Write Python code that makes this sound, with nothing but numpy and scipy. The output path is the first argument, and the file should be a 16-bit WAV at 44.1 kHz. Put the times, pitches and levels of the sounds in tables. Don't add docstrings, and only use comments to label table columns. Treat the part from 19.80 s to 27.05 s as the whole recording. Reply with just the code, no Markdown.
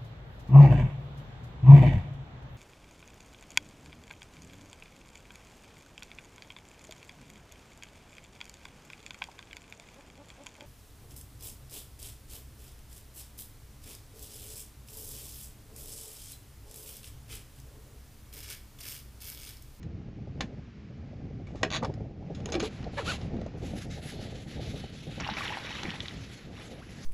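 import sys
import numpy as np
from scipy import signal
from scipy.fft import rfft, irfft, next_fast_len
from scipy.io import wavfile
from scipy.ndimage import uniform_filter1d

SR = 44100
rng = np.random.default_rng(int(sys.argv[2]) if len(sys.argv) > 2 else 0)


def ratio_of_db(decibels):
    return 10 ** (np.asarray(decibels, float) / 20)


def bounce(signal):
    frames = np.transpose(np.atleast_2d(signal))
    limited = np.clip(frames, -1, 1)
    pcm = np.round(limited * 32767).astype(np.int16)
    wavfile.write(sys.argv[1], SR, pcm)


N = 319725


def in_time(rows, outside=None):
    s, *columns = np.transpose(rows)
    return [np.interp(np.arange(N) / SR, s, c, outside, outside) for c in columns]


def colour(x, points):
    hz, db = np.transpose(points)
    size = next_fast_len(N + SR // 2)
    grid = np.maximum(np.fft.rfftfreq(size, 1 / SR), 1)
    gain = ratio_of_db(np.interp(np.log(grid), np.log(hz), db))
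    return irfft(rfft(x, size) * gain, size)[..., :N]


def level_in(x, low_hz, high_hz):
    part = signal.sosfilt(signal.butter(3, [low_hz, high_hz], "band", fs=SR, output="sos"), x)
    return x / np.sqrt(np.mean(part ** 2) + 1e-20)


def drift(rate_hz):
    r = np.exp(-16 * np.pi * rate_hz / SR)
    noise = rng.standard_normal((N + SR) // 8 + 2)
    slow = signal.lfilter([1], [1, -2 * r, r * r], noise)[SR // 8:]
    return np.interp(np.arange(N) / 8, np.arange(len(slow)), slow / slow.std())


def ring(clicks, hz, t60):
    r, w = ratio_of_db(-60 / (t60 * SR)), 2 * np.pi * hz / SR
    return signal.lfilter([0, np.sin(w)], [1, -2 * r * np.cos(w), r * r], clicks + 1e-18)


def add(out, s, sound):
    at = round(s * SR)
    out[at:at + len(sound)] += sound[:N - at]


def grains(per_s, spread_db):
    sizes = ratio_of_db(spread_db * np.minimum(rng.exponential(1, N), 3.5)) * rng.choice([-1, 1], N)
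    return sizes * (rng.random(N) < per_s / SR)


def patchy(x, patch_db, rate_hz):
    edges = 500 * 2 ** (np.arange(16) / 3)
    out = 0
    for k, pair in enumerate(zip(edges, edges[1:])):
        band = signal.sosfilt(signal.butter(2, pair, "band", fs=SR, output="sos"), x)
        out = out + band * ratio_of_db(patch_db * drift(rate_hz)) * (-1) ** k
    return out


def swells(starts, lengths, tops_db, peak_at, sharpness):
    power, bend = np.zeros(N), np.log(.5) / np.log(np.clip(peak_at, .1, .9))
    for s, length, db in zip(starts, lengths, tops_db):
        share = np.linspace(0, 1, round(length * SR))
        arch = np.abs(np.sin(np.pi * share ** bend)) ** sharpness
        add(power, s, (ratio_of_db(db) * arch) ** 2)
    return np.sqrt(power)


# time in seconds, level in dB.
RUSTLE = [(0, -66), (.35, -66.5), (.8, -64), (1.4, -65.5), (1.65, -66), (2.15, -63.5), (2.35, -69),
          (2.55, -62), (2.95, -56.5), (3.1, -57.5), (3.45, -58), (3.75, -61), (4.2, -67)]
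# frequency in Hz, density in dB per Hz.
RUSTLE_COLOUR = [(500, -19.5), (1000, -0.5), (1700, -1), (2300, -1), (3600, -8.5), (5000, -10.5),
                 (7000, -18.5), (13000, -34)]


def rustle():
    hiss = level_in(colour(rng.standard_normal(N), RUSTLE_COLOUR), 1200, 7000)
    return ratio_of_db(in_time(RUSTLE)[0]) * hiss


# time in seconds, rumble level in dB, upper flutter level in dB.
WIND = [(0, -43, -65), (.5, -40.5, -60.5), (.63, -38.5, -50.5), (.85, -47, -70.5), (1.35, -42.5, -59),
        (1.45, -38, -53), (1.6, -42, -62), (2.0, -40, -52.5), (2.2, -39.5, -52.5), (2.75, -37.5, -57),
        (2.9, -39.5, -52.5), (3.6, -38.5, -53), (4.8, -41.5, -54.5), (5.2, -44, -60.5), (5.52, -42.5, -55),
        (5.8, -47.5, -53.5), (6.36, -42, -59), (6.66, -46, -59), (6.76, -44.5, -57), (7.25, -45.5, -60.5)]
# frequency in Hz, density in dB per Hz.
RUMBLE_COLOUR = [(20, -15.5), (50, -1.5), (110, 1), (200, -3), (300, -10), (450, -19.5), (900, -75)]
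# frequency in Hz, density in dB per Hz.
FLUTTER_COLOUR = [(150, -6), (300, 1.5), (500, 3), (820, -3.5), (920, -14), (1200, -45.5)]
# start in seconds, level in dB.
PUFFS = [(0.471, -46.5), (1.101, -53), (1.329, -46.5), (1.748, -39), (2.096, -35), (2.203, -40.5),
         (2.426, -51), (2.501, -37.5), (3.065, -34.5), (3.533, -41), (3.584, -52), (3.66, -40),
         (3.748, -47), (3.827, -45), (3.934, -45.5), (3.981, -55), (4.175, -40.5), (4.257, -43.5),
         (4.389, -44), (4.522, -42.5), (4.825, -57), (5.038, -42.5), (5.267, -38.5), (5.375, -39.5)]


def wind():
    puff_rise_s, puff_t60_s, puff_rumble_db = 0.0027, 0.057, -2.5
    rumble_db, flutter_db = in_time(WIND)
    lumps = drift(10.0)
    rumble = colour(rng.standard_normal(N), RUMBLE_COLOUR) * ratio_of_db(1.2 * drift(3.1) + 2.1 * lumps)
    rumble = level_in(rumble, 30, 270)
    flutter = level_in(colour(rng.standard_normal(N), FLUTTER_COLOUR), 450, 850)
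    puffs, t = np.zeros(N), np.arange(SR // 8) / SR
    for s, puff_db in PUFFS:
        add(puffs, s, ratio_of_db(puff_db) * np.minimum(t / puff_rise_s, 1) * ratio_of_db(-60 * t / puff_t60_s))
    uneven = ratio_of_db(flutter_db + 2.96 * lumps + 2.9 * drift(60.) + 1.2 * drift(8.8))
    return (ratio_of_db(rumble_db) + ratio_of_db(puff_rumble_db) * puffs) * rumble + (uneven + puffs) * flutter


# start in seconds, level in dB, main mode in Hz, t60 in seconds, rise in seconds.
THUDS = [(0.637, -33.5, 223, 0.085, 0.0033), (1.831, -27.5, 492, 0.1, 0.00076),
         (1.846, -37, 655, 0.063, .002), (1.861, -33, 410, 0.049, 0.0036), (2.028, -29.5, 494, 0.09, .003),
         (2.045, -28.5, 501, 0.037, .003), (2.061, -40, 424, 0.11, 0.0027),
         (2.658, -35, 419, 0.045, 0.0023), (2.687, -36.5, 474, 0.26, 0.0034),
         (2.722, -34.5, 412, 0.034, 0.0018), (2.739, -31.5, 623, 0.024, 0.0038),
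         (2.748, -24.5, 344.6, 0.16, 0.0067), (2.777, -28.5, 326, 0.13, 0.003),
         (2.8, -38, 504, 0.038, 0.0018), (2.818, -27, 200, 0.042, 0.0056), (2.829, -23, 439, 0.049, 0.0031),
         (6.326, -45, 145, 0.031, .002)]


def thuds():
    rough_db = -5
    out, t = np.zeros(N), np.arange(SR // 4) / SR
    for s, level_db, hz, t60, rise_s in THUDS:
        push = rng.standard_normal(len(t)) * ratio_of_db(-60 * t / (0.63 * t60))
        boom = (1 - np.exp(-t / rise_s)) * ratio_of_db(-60 * t / t60) * np.sin(2 * np.pi * hz * t)
        rough = ring(push, 1.566 * hz, 0.26 * t60) + ring(push, 0.67 * hz, 0.65 * t60)
        rough = rough + 0.82 * ring(push, 2.16 * hz, 0.17 * t60)
        thud = boom / np.abs(boom).max() + ratio_of_db(rough_db) * rough / np.abs(rough).max()
        add(out, s, ratio_of_db(level_db) * thud)
    return out


# start in seconds, length in seconds, grit level in dB, dull rub level in dB.
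SCUFFS = [(2.016, 0.088, -60, -54), (2.018, 0.046, -64, -32.5), (2.033, 0.053, -60, -33.5),
          (2.664, 0.074, -57, -48.5), (2.736, 0.034, -59, -66), (2.826, 0.068, -37.5, -59),
          (2.882, 0.18, -55, -93), (3.11, 0.13, -52, -88), (3.161, 0.086, -42.5, -39.5),
          (3.22, 0.033, -51, -60), (3.238, 0.15, -33, -98), (3.356, 0.15, -54, -71)]
# frequency in Hz, density in dB per Hz.
GRIT_COLOUR = [(700, 1), (1500, -2.5), (2500, 3), (4000, 3), (5500, -8.5), (7000, -5.5), (13000, 8.5)]
# frequency in Hz, density in dB per Hz.
RUB_COLOUR = [(400, -13), (600, 6), (900, 14), (1250, 8.5), (1700, -4), (2600, -12), (5000, -46)]


def sole():
    grit = level_in(colour(grains(6000, 1.1), GRIT_COLOUR), 2280, 11300)
    rub = level_in(colour(grains(2800, 1.3), RUB_COLOUR), 530, 2200)
    s, length, grit_db, rub_db = np.transpose(SCUFFS)
    grit = swells(s, length, grit_db, peak_at=0.41, sharpness=1.35) * grit
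    return grit + swells(s, length, rub_db, peak_at=0.3, sharpness=7.5) * rub


# time in seconds, pitch in Hz, level in dB, roughness from 0 to 1.
SQUEAKS = [
    [(3.168, 550, -46, .35), (3.176, 575, -36, .45), (3.184, 585, -35, .5), (3.196, 550, -35, .55),
     (3.204, 480, -37, .55), (3.214, 440, -41, .5), (3.224, 430, -41, .4), (3.232, 380, -50, .4)],
    [(3.262, 1000, -52, 0.2), (3.272, 1220, -43, 0.2), (3.278, 1300, -32, 0.2), (3.29, 1490, -32, 0.12),
     (3.303, 1500, -33, 0.12), (3.316, 1330, -34, 0.12), (3.328, 1120, -43, .25)],
]
# levels in dB of multiples 1, 2, .. of the pitch.
SQUEAK_PARTIALS = [
    [-1, -14, -5, -13, -16, -20, -22],
    [-4, -12, -17, -26],
]


def squeaks():
    jitter, flutter_db = .12, 4
    out = 0
    for rows, partials_db in zip(SQUEAKS, SQUEAK_PARTIALS):
        hz, _, rough = in_time(rows)
        gain = ratio_of_db(in_time(rows, outside=-200)[1])
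        pitch = uniform_filter1d(hz, size=200) * (1 + jitter * rough * drift(290.0))
        phase = 2 * np.pi * np.cumsum(pitch) / SR
        tone = 0
        for k, partial_db in enumerate(partials_db):
            torn = ratio_of_db(partial_db + (flutter_db * rough + min(k, 2)) * drift(84.0))
            fade = (gain / gain.max()) ** (k > 0)
            tone = tone + torn * fade * np.sin((k + 1) * phase)
        out = out + np.sqrt(2) * uniform_filter1d(gain, size=150) * tone
    return out


# start in seconds, level in dB, rattle t60 in seconds at 2500 Hz, brightness in dB per octave.
KNOCKS = [(0.0288, -34.5, 0.13, 19), (0.6067, -12.5, 0.016, 1), (0.6115, -23, 0.11, 11),
          (0.621, -30.5, 0.15, 4), (1.6686, -40.5, 0.58, -6), (1.7556, -36, 1, -7),
          (1.831, -5.5, 0.0067, -4), (1.8365, -19.5, 0.027, 8), (1.847, -24.5, 0.1, 4),
          (2.027, -30.5, 0.023, 0), (2.033, -29, 0.018, -3), (2.036, -31.5, 0.02, 11),
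          (2.0465, -21, 0.032, 1.5), (2.052, -28.5, 0.045, -4), (2.139, -33, 0.028, 18),
          (2.548, -32, 0.37, 24), (2.602, -38, 0.053, 6), (2.6569, -17.5, 0.008, 20.5),
          (2.688, -30, 0.02, 3), (2.6997, -29.5, 0.03, 15), (2.7207, -14, 0.19, 16.5),
          (2.7405, -20, 0.042, -2), (2.7512, -15.5, 0.04, 11), (2.73, -27, 0.04, -4),
          (2.761, -28, 0.04, -6), (2.7975, -21, 0.02, 16), (2.801, -13.5, 0.14, 13), (2.812, -33, 0.05, 2),
          (2.8258, -21, 0.054, -21), (3.027, -37, 0.058, -1), (3.041, -32.5, 0.059, 9),
          (3.181, -24, 0.031, -7), (3.414, -32.5, 0.074, 12), (3.5657, -38.5, 0.043, 2),
          (3.6132, -34.5, 0.04, -7), (3.6622, -37, 0.051, -27)]
# frequency in Hz, level in dB, t60 in seconds.
TACKLE = [(950, -12, .006), (1250, -6, .006), (1850, -4, .006), (2400, -1, .005), (2950, 1, .0045),
          (3600, 0, .004), (4300, 0, .004), (5300, -6, .0035), (6600, -8, .003)]


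def knocks():
    treble_dies_faster = .6
    crack_cut = signal.butter(2, 1300, "high", fs=SR)
    out, t = np.zeros(N), np.arange(SR // 5) / SR
    for s, level_db, t60, bright_db in KNOCKS:
        noise, strengths = rng.standard_normal(len(t)), rng.normal(0, 2.5, len(TACKLE))

        def rattle(hz):
            aged = t * (hz / 2500) ** treble_dies_faster
            return noise * np.minimum(t / 0.0012, 1) * (ratio_of_db(-60 * aged / 0.03) + 0.5 * ratio_of_db(-60 * aged / t60))

        body = 0
        for (hz, db, ring_s), strength_db in zip(TACKLE, strengths):
            mode_gain = ratio_of_db(db + strength_db + bright_db * np.log2(hz / 2500))
            body = body + mode_gain * ring(rattle(hz), hz, ring_s)
        tilt = np.clip(0.057 + 0.054 * bright_db, 0, .99)
        crack = signal.lfilter([1, -tilt], [1, -.5], signal.lfilter(*crack_cut, rattle(2500)))
        add(out, s, ratio_of_db(level_db) * (0.52 * body / np.abs(body).max() + 0.5 * crack / np.abs(crack).max()))
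    return out


# time in seconds, rate in teeth per second, level in dB.
PAWL = [(1.904, 95, -21), (1.925, 95, -17), (1.934, 127, -15), (1.941, 160, -15.5), (1.968, 175, -16),
        (1.976, 175, -28), (1.99, 175, -38)]
# frequency in Hz, nominal width in Hz, level in dB.
PAWL_RINGS = [(1195, 120, 2), (2720, 310, 8), (3800, 370, 12), (4500, 290, 8), (6880, 540, 7)]


def pawl():
    per_s, db = in_time(PAWL)
    t = np.arange(N) / SR
    slipping = (t >= PAWL[0][0]) & (t < PAWL[-1][0])
    teeth = np.cumsum(per_s * slipping) / SR
    ticks = np.diff(np.ceil(teeth), prepend=0) * ratio_of_db(db)
    puffs = signal.lfilter([1], [1, -ratio_of_db(-60 / (0.026 * SR))], ticks) * rng.choice([-1, 1], N)
    out = 0.2 * puffs
    for hz, width, ring_db in PAWL_RINGS:
        out = out + ratio_of_db(ring_db) * 0.0083 * np.sqrt(width / 300) * ring(puffs, hz, 1.6 / width)
    return out


# start in seconds, length in seconds, whirr level in dB, reel body ring in dB.
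CRANK = [(3.815, 0.15, -59, -63), (3.935, 0.13, -54, -61.5), (4.094, 0.11, -55.5, -58.5),
         (4.214, 0.19, -54, -56), (4.388, 0.11, -57, -57), (4.492, 0.056, -63.5, -60.5),
         (4.539, 0.12, -60, -60), (4.666, 0.13, -58, -59.5), (4.763, 0.34, -56, -56),
         (5.089, 0.22, -60, -58.5), (5.268, 0.16, -60, -55.5), (5.4, 0.59, -58, -55.5),
         (5.514, 0.22, -53.5, -55), (5.804, 0.42, -58, -55), (6.07, 0.42, -60.5, -62),
         (6.406, 0.32, -61.5, -63.5), (6.732, 0.25, -61.5, -63.5), (6.964, 0.42, -61, -70)]
# frequency in Hz, density in dB per Hz.
GEAR_COLOUR = [(800, -60), (1200, 0.5), (2000, 5.5), (3200, -0.5), (4000, 0.5), (4800, 0), (7000, -2),
               (10500, 9.5), (13000, 19.5)]
# frequency in Hz, level in dB, t60 in seconds.
REEL_MODES = [(2200, -8, .03), (2650, -4, .035), (3030, -1, .04), (3450, -2, .035), (3780, 0, .04),
              (4300, -3, .035)]


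def gears():
    peak_at, coast_db, coast_from_s = 0.45, -70, 3.76
    mode_flicker_db, mode_share = 3.5, .65
    s, length, push_tops_db, body_db = np.transpose(CRANK)
    turning = np.clip((np.arange(N) / SR - coast_from_s) / 0.022, 0, 1)
    push = swells(s, length, push_tops_db, peak_at, sharpness=1)
    push_db = 20 * np.log10(np.hypot(push, ratio_of_db(coast_db)))
    friction = patchy(rng.standard_normal(N) + .25 * grains(1400, 4.6), 2.5, 6.7)
    whirr = level_in(colour(friction, GEAR_COLOUR), 5280, 7970)
    treble = signal.sosfilt(signal.butter(4, 8000, "high", fs=SR, output="sos"), whirr)
    whirr = whirr + treble * (ratio_of_db(0.067 * (push_db + 48.5)) - 1)
    broad = level_in(ring(ring(rng.standard_normal(N), 3600, 0.0011), 3600, 0.0011), 3120, 3600)
    mesh, modes = rng.standard_normal(N), 0
    for hz, db, t60 in REEL_MODES:
        modes = modes + ratio_of_db(db + mode_flicker_db * drift(7.6)) * ring(mesh, hz, t60)
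    body = np.sqrt(1 - mode_share ** 2) * broad + mode_share * level_in(modes, 3005, 3790)
    body = swells(s, length, body_db, peak_at, sharpness=0.55) * body
    return turning * ratio_of_db(1.87 * drift(25.0)) * (ratio_of_db(push_db) * whirr + body)


# time in seconds, level in dB.
THRASH = [(5.398, -39), (5.43, -43.5), (5.455, -40.5), (5.55, -43.5), (5.575, -36.5), (5.635, -45),
          (5.66, -34), (5.7, -39.5), (5.76, -42.5), (5.8, -44.5), (5.87, -43.5), (5.94, -42.5),
          (6.0, -44.5), (6.05, -45), (6.11, -42), (6.19, -52), (6.3, -51.5), (6.43, -59), (6.62, -58),
          (6.72, -63.5), (6.8, -47), (6.86, -59.5), (7.25, -62)]
# frequency in Hz, weight in dB per Hz.
SPRAY_COLOUR = [(350, -5), (600, -16), (800, 0.5), (1400, -0.5), (2000, -1), (2900, -8.5), (4000, -19.5),
                (4650, -28), (5600, -8), (7000, -42), (13000, -49)]


def spray():
    db = in_time(THRASH, outside=-200)[0]
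    tilt_db = 16.5 + 2.5 * drift(34.0)
    born = grains(1200 * ratio_of_db(4 * drift(25.)), 3.6)
    pitches, dealt = np.geomspace(700, 4600, 24), rng.integers(0, 24, N)
    fizz = 0
    for k, hz in enumerate(pitches):
        drops = born * (dealt == k) * ratio_of_db(tilt_db * np.log2(hz / 2200))
        fizz = fizz + ring(drops, hz, 62.0 / hz) * np.sqrt(hz)
    fizz = level_in(colour(fizz, SPRAY_COLOUR), 690, 6400)
    torn = patchy(rng.standard_normal(N) * ratio_of_db(1.1 * drift(39.0)), 2.7, 27.0)
    torn = level_in(colour(torn, SPRAY_COLOUR), 1100, 4800)
    return ratio_of_db(db) * (.5 * torn + .75 * fizz)


# start in seconds, level in dB, pitch in Hz, cycles in which the ring falls 40 dB.
DROPS = [(1.671, -49, 2200, 81), (5.405, -29, 5540, 32), (5.447, -21, 2780, 6.9), (5.466, -23, 910, 9),
         (5.489, -21.5, 870, 19.5), (5.492, -26, 1510, 8), (5.517, -24, 198, 5.7), (5.533, -29, 3200, 8),
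         (5.563, -32, 300, 4.3), (5.598, -29, 1940, 15), (5.621, -26, 2270, 22), (5.634, -27, 1880, 14),
         (5.654, -36, 960, 7), (5.669, -30, 2410, 8.5), (5.694, -26, 1850, 10), (5.5691, -25, 2270, 20),
         (5.608, -27, 1130, 20), (5.651, -24, 2300, 5.5), (5.68, -14.5, 2980, 7.2), (5.696, -19, 2620, 5.5),
         (5.704, -30.5, 848, 49), (5.7135, -30, 2780, 7.7), (5.721, -32, 980, 30), (5.7283, -32, 1820, 25),
         (5.733, -32, 2780, 25), (5.742, -37, 1880, 45), (5.772, -30, 1750, 8), (5.846, -33, 480, 9),
         (5.87, -28, 2320, 16), (5.893, -24, 2600, 8), (5.958, -35, 1740, 10), (5.771, -21.5, 900, 9.7),
         (5.906, -34, 860, 23), (5.995, -26.5, 2700, 11), (6.032, -25.5, 900, 10), (6.05, -39, 830, 18),
         (6.051, -28, 331, 11), (6.0545, -21.5, 2200, 11), (6.082, -21, 184, 5.7),
         (6.105, -16.5, 2970, 6.8), (6.106, -29.5, 4130, 14), (6.092, -25, 2070, 10),
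         (6.139, -30.5, 860, 9.4), (6.2048, -16, 3470, 11.4), (6.201, -29.5, 2020, 8.4),
         (6.2572, -26, 2100, 8.7), (6.259, -30, 3700, 16), (6.2833, -17.5, 3560, 8.2),
         (6.3096, -33, 2000, 13)]
# time in seconds, pitch in Hz, level in dB.
RISER = [(6.95, 500, -60), (6.98, 530, -52), (6.996, 710, -55), (7.012, 900, -55), (7.03, 1560, -55),
         (7.046, 2050, -63)]


def plops():
    out = np.zeros(N)
    for s, level_db, hz, cycles in DROPS:
        turns = np.arange(round(2 * cycles * SR / hz)) * hz / SR
        shape = np.minimum(turns / 0.97, 1) * ratio_of_db(-40 * turns / cycles)
        add(out, s, ratio_of_db(level_db) * shape * np.sin(2 * np.pi * turns * (1 + 0.0011 * turns)))
    hz, db = in_time(RISER)[0], in_time(RISER, outside=-200)[1]
    return out + ratio_of_db(db) * np.sin(2 * np.pi * np.cumsum(hz) / SR)


# start in seconds, peak in dB, spray t60 in seconds, centre in Hz.
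SLAPS = [(5.401, -26, 0.026, 3200), (5.4086, -22.5, 0.017, 2010), (5.57, -24.5, 0.12, 2410),
         (5.6062, -29, 0.027, 2230), (6.0331, -19, 0.042, 3040), (6.2052, -31, 0.02, 3600),
         (6.281, -36, 0.016, 3850)]


def slaps():
    out, t = np.zeros(N), np.arange(SR // 10) / SR
    for s, peak_db, t60, hz in SLAPS:
        noise = rng.standard_normal(len(t)) * (ratio_of_db(-60 * t / 0.003) + 0.16 * ratio_of_db(-60 * t / t60))
        crack = ring(1.5 * (t == 0) + noise, hz, 0.0005)
        add(out, s, ratio_of_db(peak_db) * crack / np.abs(crack).max())
    return out


def scene():
    slap_back_db, slap_back_cut_hz, slap_back_t60_s = -30, 2960, 0.12
    near = knocks() + pawl() + thuds() + plops() + slaps()
    tail = rng.standard_normal(SR // 5) * ratio_of_db(-60 * np.arange(SR // 5) / SR / slap_back_t60_s)
    tail = signal.sosfilt(signal.butter(1, slap_back_cut_hz, fs=SR, output="sos"), tail)
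    slap_back = ratio_of_db(slap_back_db) * signal.fftconvolve(near, tail)[:N]
    mono = near + slap_back + squeaks() + sole() + gears() + spray() + rustle() + wind()
    return np.array([mono, mono])


def band_limit(x):
    return signal.sosfilt(signal.butter(12, 13590, fs=SR, output="sos"), x)


# frequency in Hz, gain in dB.
MIC = [(6800, 0), (7700, -7.5), (8600, -21.5), (8950, -20.5), (9080, -42), (9250, -24.5), (10600, -13.5),
       (11600, -29.5), (13400, -42.5)]
# frequency in Hz, side gain over mid in dB.
SIDE = [(60, -44), (150, -41.5), (360, -45), (880, -40), (2160, -33), (5300, -24), (8000, -16),
        (10600, -15.5), (12200, -4)]


def record(dry):
    mid = colour(dry[0], MIC)
    side = colour(mid * (drift(400.) - .4), SIDE)
    return band_limit(np.array([mid + side, mid - side]))


dry = scene()
out = record(dry)
bounce(out)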